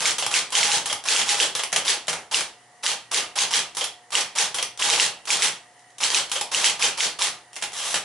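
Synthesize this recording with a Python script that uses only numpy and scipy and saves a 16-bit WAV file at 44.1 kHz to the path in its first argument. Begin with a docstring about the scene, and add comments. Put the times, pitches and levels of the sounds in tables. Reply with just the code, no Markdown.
"""An electric typewriter on a wooden table is typed on in quick runs; at the end the carriage is pushed back.
For each letter a cam throws a typebar: decaying tones make its crack on the platen, and shaped noise makes
the rebound and the clatter of parts falling home. Steady tones and coloured noise make the motor underneath.
A small room answers with dying noise, and the recorder's limiter ducks the loud peaks."""
import sys
import numpy as np
from scipy import signal
from scipy.fft import rfft, irfft, next_fast_len
from scipy.io import wavfile
from scipy.ndimage import uniform_filter1d, minimum_filter1d, map_coordinates

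SR = 44100
rng = np.random.default_rng(int(sys.argv[2]) if len(sys.argv) > 2 else 0)


def generate_wav(sig):
    """Save sig (samples, or channels by samples) to the path in sys.argv[1] as 16-bit PCM at SR."""
    pcm = np.round(np.clip(np.atleast_2d(sig).T, -1, 1) * 32767).astype(np.int16)
    wavfile.write(sys.argv[1], SR, pcm)


N = 354563  # length of the scene in samples

# Event levels are relative: each function adds its own offset, and colouring shapes them further.
# letters, thrown much alike by the motor: (crack on the platen [s], strength [dB])
LETTER_STRIKES = [(-0.045, 6), (0.055, 3), (0.3397, 3), (0.5519, 5), (0.6299, 2.5), (0.717, 4),
                  (1.0855, 4.5), (1.1623, 4.5), (1.2909, 2), (1.4005, 4), (1.8799, 2), (2.344, 1),
                  (2.8633, 0.5), (3.1445, 4), (3.3872, 3.5), (3.5375, 3.5), (4.152, 2), (4.3844, 3.5),
                  (4.8227, 3), (4.9002, 5), (4.998, 4), (5.3037, 2.5), (5.4215, 3.5), (6.0339, -0.5),
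                  (6.1454, 3.5), (6.546, 2.5), (6.6429, 3.5), (6.8239, 3.5), (7.005, 4), (7.22, 1.5)]
# carriage step and typebar falling home after each letter: (time after crack [s], level [dB], ring level [dB])
CLATTER_CONTACTS = [(.0145, -15.5, -14.5), (.028, -23, -31), (.040, -7, -17), (.053, -9.5, -9),
                    (.064, -13.5, -6.5)]
# space bar strokes: (time [s], level [dB], time until the bar comes back up [s])
SPACE_STROKES = [(0.183, -14.5, 0.081), (0.858, -15, 0.069), (1.551, -15, 0.084), (3.769, -15, 0.072),
                 (4.544, -15, 0.082), (6.316, -13.5, 0.095)]
# heavy knocks of shift and carriage: (time [s], level [dB], housing level [dB], table thump level [dB]);
# the last two are counted from the first level
HEAVY_KNOCKS = [(1.727, -4.5, -16, -41), (1.761, -3, -15.5, -29), (2.081, -7.5, -12, -35),
                (2.092, -10.5, -14, -26), (2.129, -13.5, -7.5, -29), (2.407, -10.5, -26, -42),
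                (7.563, -16.5, -34, -42), (7.623, -11.5, -33, -21), (7.636, -11.5, -26, -36),
                (7.942, -4.5, -22, -45), (7.956, -7, -15, -42)]
# light ticks of fingers and key levers: (time [s], level [dB])
LIGHT_TICKS = [(0.504, -22.5), (1.039, -21), (1.72, -23), (2.0705, -24), (2.827, -35), (3.7492, -21.5),
               (4.105, -27), (4.7748, -23), (5.254, -24), (5.7933, -41), (5.904, -45), (5.983, -23.5),
               (6.2968, -24), (7.531, -30.5), (7.5426, -36), (7.557, -25), (7.616, -23), (7.7366, -23)]

# tones of a type slug on the platen, before random detuning: (frequency [Hz], level [dB], 60 dB decay [s])
SLUG_TONES = [(2250, -3, .009), (2850, 0, .010), (3700, -3, .008), (4900, -6, .006), (5900, -3, .007),
              (7250, -4, .007), (9900, -12, .005)]
# tones of the steel frame and its springs: (frequency [Hz], level [dB], 60 dB decay [s])
FRAME_TONES = [(400, -9, 0.48), (693, -12.5, 0.19), (828.5, -5, 0.21), (880, -14, 0.92), (1217, -4.5, 0.27),
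               (2120, -6.5, 0.26), (2440, -6, 0.28), (2755, -7, 0.42), (3330, -17, 0.096),
               (3280, -5.5, 0.21), (4380, -7, 0.32), (4620, -11, 0.22), (4880, -15, 0.26), (5900, -11, .22),
               (7200, -21, 0.33), (8000, -11, 0.4)]

# Colours: relative spectra, evened out in power when used.
# the part that lets the carriage step: (frequency [Hz], level per Hz [dB])
ESCAPEMENT_COLOUR = [(100, -33), (350, -29.5), (500, -4), (850, -7.5), (1400, -7), (2600, -7.5),
                     (3250, 2.5), (3800, -8.5), (7000, -9.5), (11000, -22.5)]
# table thump and rail rumble: (frequency [Hz], level per Hz [dB])
THUMP_COLOUR = [(40, -20), (100, -20), (170, 3), (300, -6), (600, -15), (2000, -40)]
# typebar rebounding in its guide: (frequency [Hz], level per Hz [dB])
REBOUND_COLOUR = [(300, -26), (1500, 1), (2500, -19), (4000, 5.5), (6000, 8), (8500, 4.5), (11000, -10)]
# cam and its moving parts: (frequency [Hz], level per Hz [dB])
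CAM_COLOUR = [(35, -46), (60, -16), (222, -17.5), (592, -4), (753, -4.5), (896, 5), (1920, -3.5), (3390, 2),
              (4400, -2), (5360, 1.5), (6520, -3), (8110, -4), (9440, -7), (10300, -1.5), (11000, -8.5),
              (14300, -7), (22000, -120)]
# steel of the typebasket and linkage: (frequency [Hz], level per Hz [dB])
STEEL_COLOUR = [(35, -83), (60, -40), (132, -19), (253, -38), (466, -3.5), (736, -32.5), (821, -1),
                (1070, -10), (1190, -12), (1550, -4), (2500, -3), (3170, 1), (3950, -2), (6380, -2.5),
                (11000, -9.5), (14300, -108), (22000, -120)]
# space bar: (frequency [Hz], level per Hz [dB])
BAR_COLOUR = [(35, -64), (60, -66), (118, -15), (259, -27.5), (531, -8.5), (619, -39), (839, -2.5),
              (1090, -9.5), (1920, -11), (2720, -8), (3170, -4.5), (4700, -10), (5360, -6.5), (7430, -11.5),
              (11000, -9), (14300, -43), (22000, -120)]
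# heavy carriage and shift parts: (frequency [Hz], level per Hz [dB])
CARRIAGE_COLOUR = [(59, -65), (100, -30.5), (853, -1.5), (1170, -6.5), (1600, -0.5), (2620, -2), (2890, 1),
                   (4200, -2.5), (5750, -2.5), (10400, -7.5), (11000, -7.5), (14300, -28), (22000, -120)]
# rack teeth and key levers: (frequency [Hz], level per Hz [dB])
RATCHET_COLOUR = [(59, -89), (100, -36), (301, -20), (482, -11), (532, -16), (905, -4), (2150, -11),
                  (3590, -2), (4630, -9), (5420, -3), (11000, -7), (14300, -76), (22000, -120)]
# housing: (frequency [Hz], level per Hz [dB])
BODY_COLOUR = [(40, -50), (100, -20.5), (170, 1), (280, -18.5), (500, -1), (850, -4), (1400, -2.5),
               (3000, -13)]
# whirr of the power roller: (frequency [Hz], level per Hz [dB])
WHIRR_COLOUR = [(18, -40), (30, -17), (65, -22), (91, -16), (129, -5.5), (173, -8.5), (611, -3), (709, 0),
                (782, -1), (1520, -8.5), (1950, -2.5), (2500, -14), (6710, -12.5), (9030, -15.5),
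                (11000, -18), (14300, -74), (22000, -120)]
# rub of the belt: (frequency [Hz], level per Hz [dB])
BELT_COLOUR = [(1300, -40), (1750, -6), (1950, 4), (2250, -40), (3000, -5), (3600, -32), (8200, -35),
               (9100, -5), (9700, -26)]

# hum of the idling motor, around which each tone wavers: (frequency [Hz], rms level [dB])
HUM_TONES = [(120, -70.5), (480, -76), (720, -62.5), (840, -73), (959, -71), (1200, -78), (1908, -73)]
# how long the room rings: (frequency [Hz], 60 dB decay [s])
ROOM_DECAY = [(120, 0.46), (500, 0.34), (1500, 0.3), (3500, 0.3), (7000, 0.23), (11000, 0.21)]
# stereo width: (frequency [Hz], gain of the side signal [dB])
SIDE_GAIN = [(100, -21), (500, -13.5), (1000, -11.5), (2000, -8), (4000, -6), (8000, 0)]
# stereo balance: (frequency [Hz], left gain minus right gain [dB])
LEFT_LEAN = [(500, -0.2), (1200, -0.2), (2200, -2), (4000, -1.5), (8000, 0.5), (11000, -0.5)]

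TOP_HZ = 11120  # top of the sound band
CRACK_DB = 1.5  # peak of the slug's crack at strength 0, before its bass is removed
THROW_S, CATCH_DB = .0322, -25  # the cam catches the roller this long before the crack, at this level
RETURN_START_S, RETURN_STOP_S, PUSH_S = 7.68, 7.93, .065  # carriage return; time to gather speed
TEETH_PER_S, RETURN_DB = 240, -29.5  # rack teeth and their level at full speed


def amp(db):
    """Turn decibels into a gain."""
    return 10 ** (np.asarray(db) / 20)


def unit(x):
    """Scale to an rms of 1."""
    return x / np.sqrt(np.mean(x ** 2) + 1e-20)


def along(points, hz):
    """Read (frequency, value) points on a logarithmic frequency axis."""
    point_hz, values = np.transpose(points)
    return np.interp(np.log(hz + 1), np.log(point_hz), values)


def filtered(x, response):
    """Multiply the spectrum of x by a response that depends on frequency."""
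    size = next_fast_len(N + SR // 2)
    gain = response(np.fft.rfftfreq(size, 1 / SR))
    return irfft(rfft(x, size) * gain, size)[..., :N]


def coloured(x, spectrum, size=4096):
    """Give a sound a colour without smearing it backwards, keeping the power of white noise in the band."""
    hz = np.fft.rfftfreq(size, 1 / SR)
    gain = amp(along(spectrum, hz))
    gain_rms = np.sqrt(np.mean(gain ** 2 * (hz < TOP_HZ)))
    # folding the cepstrum forward makes the filter react only after its input
    cepstrum = irfft(np.log(gain / gain_rms))
    cepstrum[1:size // 2] *= 2
    cepstrum[size // 2 + 1:] = 0
    impulse = irfft(np.exp(rfft(cepstrum)))
    return signal.fftconvolve(x, impulse[None], axes=1)[:, :N]


def add(track, s, sound):
    """Mix a sound into a track at time s, cutting off what lies outside it."""
    start = round(s * SR)
    part = sound[..., max(-start, 0):max(N - start, 0)]
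    begin = max(start, 0)
    track[..., begin:begin + part.shape[-1]] += part


def contact(db, ring_db, crack_t60, ring_t60, attack=.0001, rattle_db=3):
    """Mid and side noise of one metal contact: a short crack, then loose parts rattling out (times in s)."""
    t = np.arange(SR // 4) / SR
    knots = np.arange(250) / 1000  # a new rattle strength every millisecond
    rattle = unit(amp(rattle_db * np.interp(t, knots, rng.standard_normal(len(knots)))))
    crack = amp(-60 * t / crack_t60)
    ring = rattle * amp(ring_db - 60 * t / ring_t60)
    envelope = (crack + ring) * (1 - np.exp(-t / attack))
    noise = rng.standard_normal((2, len(t))) * amp([[0], [-4]])  # side 4 dB below mid
    return amp(db) * envelope * noise


def motor(whirr_db=-57, belt_db=-63.5, flutter_db=3, waver_db=3.0):
    """Mains hum from wavering tones, with noise for the roller's whirr and a belt that rubs unevenly."""
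    t = np.arange(N) / SR

    def waver(per_s):
        """Smooth random swells, with this many random points a second."""
        return map_coordinates(rng.standard_normal(10 * per_s), [t * per_s])

    hum = np.zeros(N)
    for hz, db in HUM_TONES:
        level = np.sqrt(2) * amp(db + waver_db * waver(6))  # root 2 turns rms into peak
        hum += level * np.sin(2 * np.pi * (hz * t + rng.random()))
    whirr = amp(whirr_db) * coloured(rng.standard_normal((2, N)), WHIRR_COLOUR)
    belt = amp(belt_db + flutter_db * waver(22)) * coloured(rng.standard_normal((2, N)), BELT_COLOUR)
    return hum * np.array([[1], [0]]) + whirr + belt  # hum in mid only


def cams(ribbon_s=0.012, trip_s=0.0055):
    """A cam bites the power roller and swings the typebar, which trips the escapement just before landing."""
    track = np.zeros((2, N))
    for s, _ in LETTER_STRIKES:
        catch = contact(CATCH_DB, ring_db=-1, crack_t60=0.0046, ring_t60=0.37, attack=0.0027)
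        ribbon_lift = contact(-29.5, ring_db=-1.0, crack_t60=0.033, ring_t60=0.064, attack=0.0015)
        trip = contact(-25.5, ring_db=-3, crack_t60=0.016, ring_t60=0.041)
        add(track, s - THROW_S, catch)
        add(track, s - ribbon_s, ribbon_lift)
        add(track, s - trip_s, trip)
    return coloured(track, CAM_COLOUR)


def slugs(table_delay=.0007, table_db=6.0, rebound=0.0047, rebound_db=-7.0):
    """The slug cracks on the platen, the table top mirrors it at once, and the typebar rebounds in its guide."""
    track, bounces = np.zeros((2, N)), np.zeros((2, N))
    t = np.arange(SR // 50) / SR
    for s, db in LETTER_STRIKES:
        crack = np.zeros(len(t))
        for hz, level, t60 in SLUG_TONES:
            fade = amp(level + rng.normal(0, 2.7) - 60 * t / t60)
            crack += fade * np.sin(2 * np.pi * (hz * rng.normal(1, 0.054) * t + rng.random()))
        delay = table_delay * rng.uniform(.7, 1.3)
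        crack = crack + amp(table_db) * np.interp(t - delay, t, crack, left=0)
        crack = crack / np.abs(crack).max() * amp(CRACK_DB + db)
        add(track, s, crack * np.array([[1], [-.15]]))  # mostly mid, a little reversed side
        add(bounces, s + rebound, contact(rebound_db, ring_db=-18, crack_t60=.007, ring_t60=.04))
    too_small_for_bass = signal.butter(5, 1750, "high", fs=SR, output="sos")
    return signal.sosfilt(too_small_for_bass, track) + coloured(bounces, REBOUND_COLOUR)


def clatter(scatter=.0016, spread=.002, uneven_db=2.1):
    """The blow spreads through typebasket and housing; then the linkage falls back in a string of contacts."""
    steel, body = np.zeros((2, N)), np.zeros((2, N))
    for s, strength_db in LETTER_STRIKES:
        basket = contact(strength_db - 12.5, ring_db=-3, crack_t60=0.011, ring_t60=0.12, attack=0.0024)
        housing = contact(-37, ring_db=-10.0, crack_t60=0.011, ring_t60=0.095, attack=0.0033)
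        bar_on_rest = contact(strength_db - 39.0, ring_db=-0.5, crack_t60=0.0077, ring_t60=0.29)
        add(steel, s + spread, basket)
        add(body, s + spread, housing)
        add(body, s + .05, bar_on_rest)
        for after, db, ring_db in CLATTER_CONTACTS:
            late = after + scatter * np.sqrt(after / .02) * rng.normal()  # later contacts scatter more
            force_db = strength_db + db + uneven_db * rng.normal()
            add(steel, s + late, contact(force_db - 8.0, ring_db, crack_t60=0.0021, ring_t60=0.041))
    return coloured(steel, STEEL_COLOUR) + coloured(body, BODY_COLOUR)


def frame(x, ring_db=11.5):
    """Every contact passed in sets the same steel tones ringing."""
    t = np.arange(SR // 2) / SR
    ring = np.zeros(len(t))
    for hz, db, t60 in FRAME_TONES:
        even_out = np.log(1e6) / (t60 * SR)  # keeps long tones from building up more than short ones
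        ring += amp(db - 60 * t / t60) * even_out * np.sin(2 * np.pi * hz * t)
    return amp(ring_db) * signal.fftconvolve(x, ring[None], axes=1)[:, :N]


def blows(blow_db=7.5):
    """Platen and open basket throw one broad steel-coloured pulse into the room at each crack."""
    track = np.zeros((1, N))
    for s, db in LETTER_STRIKES:
        add(track, s, amp([db + blow_db]))  # a single sample
    return coloured(track, STEEL_COLOUR)


def room(x, size=256):
    """The room stores the energy of each band and lets it die away as diffuse noise in mid and side."""
    hz, _, z = signal.stft(x[0], SR, nperseg=size)
    keep = amp(-60 * size / SR / along(ROOM_DECAY, hz))  # energy left after one half-overlapping step
    energy = np.abs(z) ** 2
    stored = np.array([signal.lfilter([0, 0, 1 - k], [1, -k], band) for k, band in zip(keep, energy)])
    diffuse = signal.stft(rng.standard_normal((2, N)), SR, nperseg=size)[2]
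    return signal.istft(np.sqrt(stored) * diffuse / diffuse.std(), SR, nperseg=size)[1][:, :N]


def space_bar(step=0.045, stop=0.041):
    """The bar goes down, the escapement rings as the carriage steps and stops, and the bar comes back up."""
    bar, pawl = np.zeros((2, N)), np.zeros((2, N))
    for s, db, release in SPACE_STROKES:
        add(bar, s, contact(db - 10.5, ring_db=-1.0, crack_t60=0.025, ring_t60=0.29))
        add(pawl, s + step, contact(-32.0, ring_db=-0.5, crack_t60=0.066, ring_t60=0.073))
        add(pawl, s + stop, contact(-26.0, ring_db=-0.5, crack_t60=0.013, ring_t60=0.17))
        add(bar, s + release, contact(-24.5, ring_db=1.0, crack_t60=0.035, ring_t60=0.048))
    return coloured(bar, BAR_COLOUR) + coloured(pawl, ESCAPEMENT_COLOUR)


def ticks(tick_db=-9):
    """Fingers land on the key tops and take up the slack of the levers."""
    track = np.zeros((2, N))
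    for s, db in LIGHT_TICKS:
        add(track, s, contact(db + tick_db, ring_db=-9, crack_t60=.014, ring_t60=.13))
    return coloured(track, RATCHET_COLOUR)


def knocks():
    """Heavy parts meet their stops, knock the housing and thump the table."""
    steel, body, table = np.zeros((3, 2, N))
    for s, db, body_db, thump_db in HEAVY_KNOCKS:
        add(steel, s, contact(db - 11.0, ring_db=-4.0, crack_t60=0.018, ring_t60=0.096, attack=0.00095))
        add(body, s, contact(db + body_db - 14.5, ring_db=0.5, crack_t60=.02, ring_t60=0.32))
        add(table, s, contact(db + thump_db - 18, ring_db=-1, crack_t60=.03, ring_t60=0.23, attack=0.004))
    return coloured(steel, CARRIAGE_COLOUR) + coloured(body, BODY_COLOUR) + coloured(table, THUMP_COLOUR)


def ratchet(pawl_db=-10, rumble_db=-29, uneven_db=2.5):
    """The carriage gathers speed; the pawl skips over the rack faster and harder, and the rails rumble."""
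    track = np.zeros((2, N))
    t = np.arange(RETURN_START_S, RETURN_STOP_S, 1 / SR)
    speed = 1 - np.exp(-((t - RETURN_START_S) / PUSH_S) ** 2)  # 1 is full speed
    teeth_passed = np.floor(np.cumsum(speed) * TEETH_PER_S / SR)
    teeth = np.flatnonzero(np.diff(teeth_passed))
    for s, v in zip(t[teeth], speed[teeth]):
        tooth_db = RETURN_DB + rng.normal(0, uneven_db)
        tooth = contact(tooth_db, ring_db=-5, crack_t60=0.007, ring_t60=0.081, attack=0.00075)
        add(track, s + rng.normal(0, .0005), np.sqrt(v) * tooth)
    pawl = amp(pawl_db) * coloured(track, ESCAPEMENT_COLOUR)
    rumble = amp(rumble_db) * coloured(track, THUMP_COLOUR)
    return coloured(track, RATCHET_COLOUR) + pawl + rumble


def band_limit(hz):
    """Steep low-pass gain at the top of the band."""
    return 1 / np.sqrt(1 + (hz / TOP_HZ) ** 260)


def scene(room_db=-3):
    """Add up the machine, its room and its motor, then turn mid and side into left and right."""
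    linkage = cams() + clatter() + space_bar() + ticks() + knocks() + ratchet()
    linkage = linkage + frame(linkage)
    echoes = amp(room_db) * room(linkage + blows())
    mid, side = linkage + slugs() + echoes + motor()
    side = filtered(side, lambda hz: amp(along(SIDE_GAIN, hz)))
    left_right = np.array([mid + side, mid - side])

    def balance(hz):
        """Share the lean equally between left and right."""
        return amp(np.outer([.5, -.5], along(LEFT_LEAN, hz))) * band_limit(hz)

    return filtered(left_right, balance)


def limited(x, ceiling_db=-4, ahead=0.00226, release_db_per_s=330):
    """A look-ahead limiter: the gain drops just before a peak and climbs back steadily."""
    over = np.maximum(20 * np.log10(np.abs(x).max(axis=0) + 1e-9) - ceiling_db, 0)
    over = -minimum_filter1d(-over, max(int(2 * ahead * SR), 2))  # hold each peak before and after it
    climb = release_db_per_s * np.arange(N) / SR
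    cut_db = np.maximum.accumulate(over + climb) - climb
    return x * amp(-uniform_filter1d(cut_db, size=16))


def record(dry, low_cut_hz=70):
    """The recorder thins the deep bass, limits the peaks and cuts steeply above its band."""
    thinned = filtered(dry, lambda hz: 1j * hz / (low_cut_hz + 1j * hz))
    return filtered(limited(thinned), band_limit)


dry = scene()
out = record(dry)
generate_wav(out)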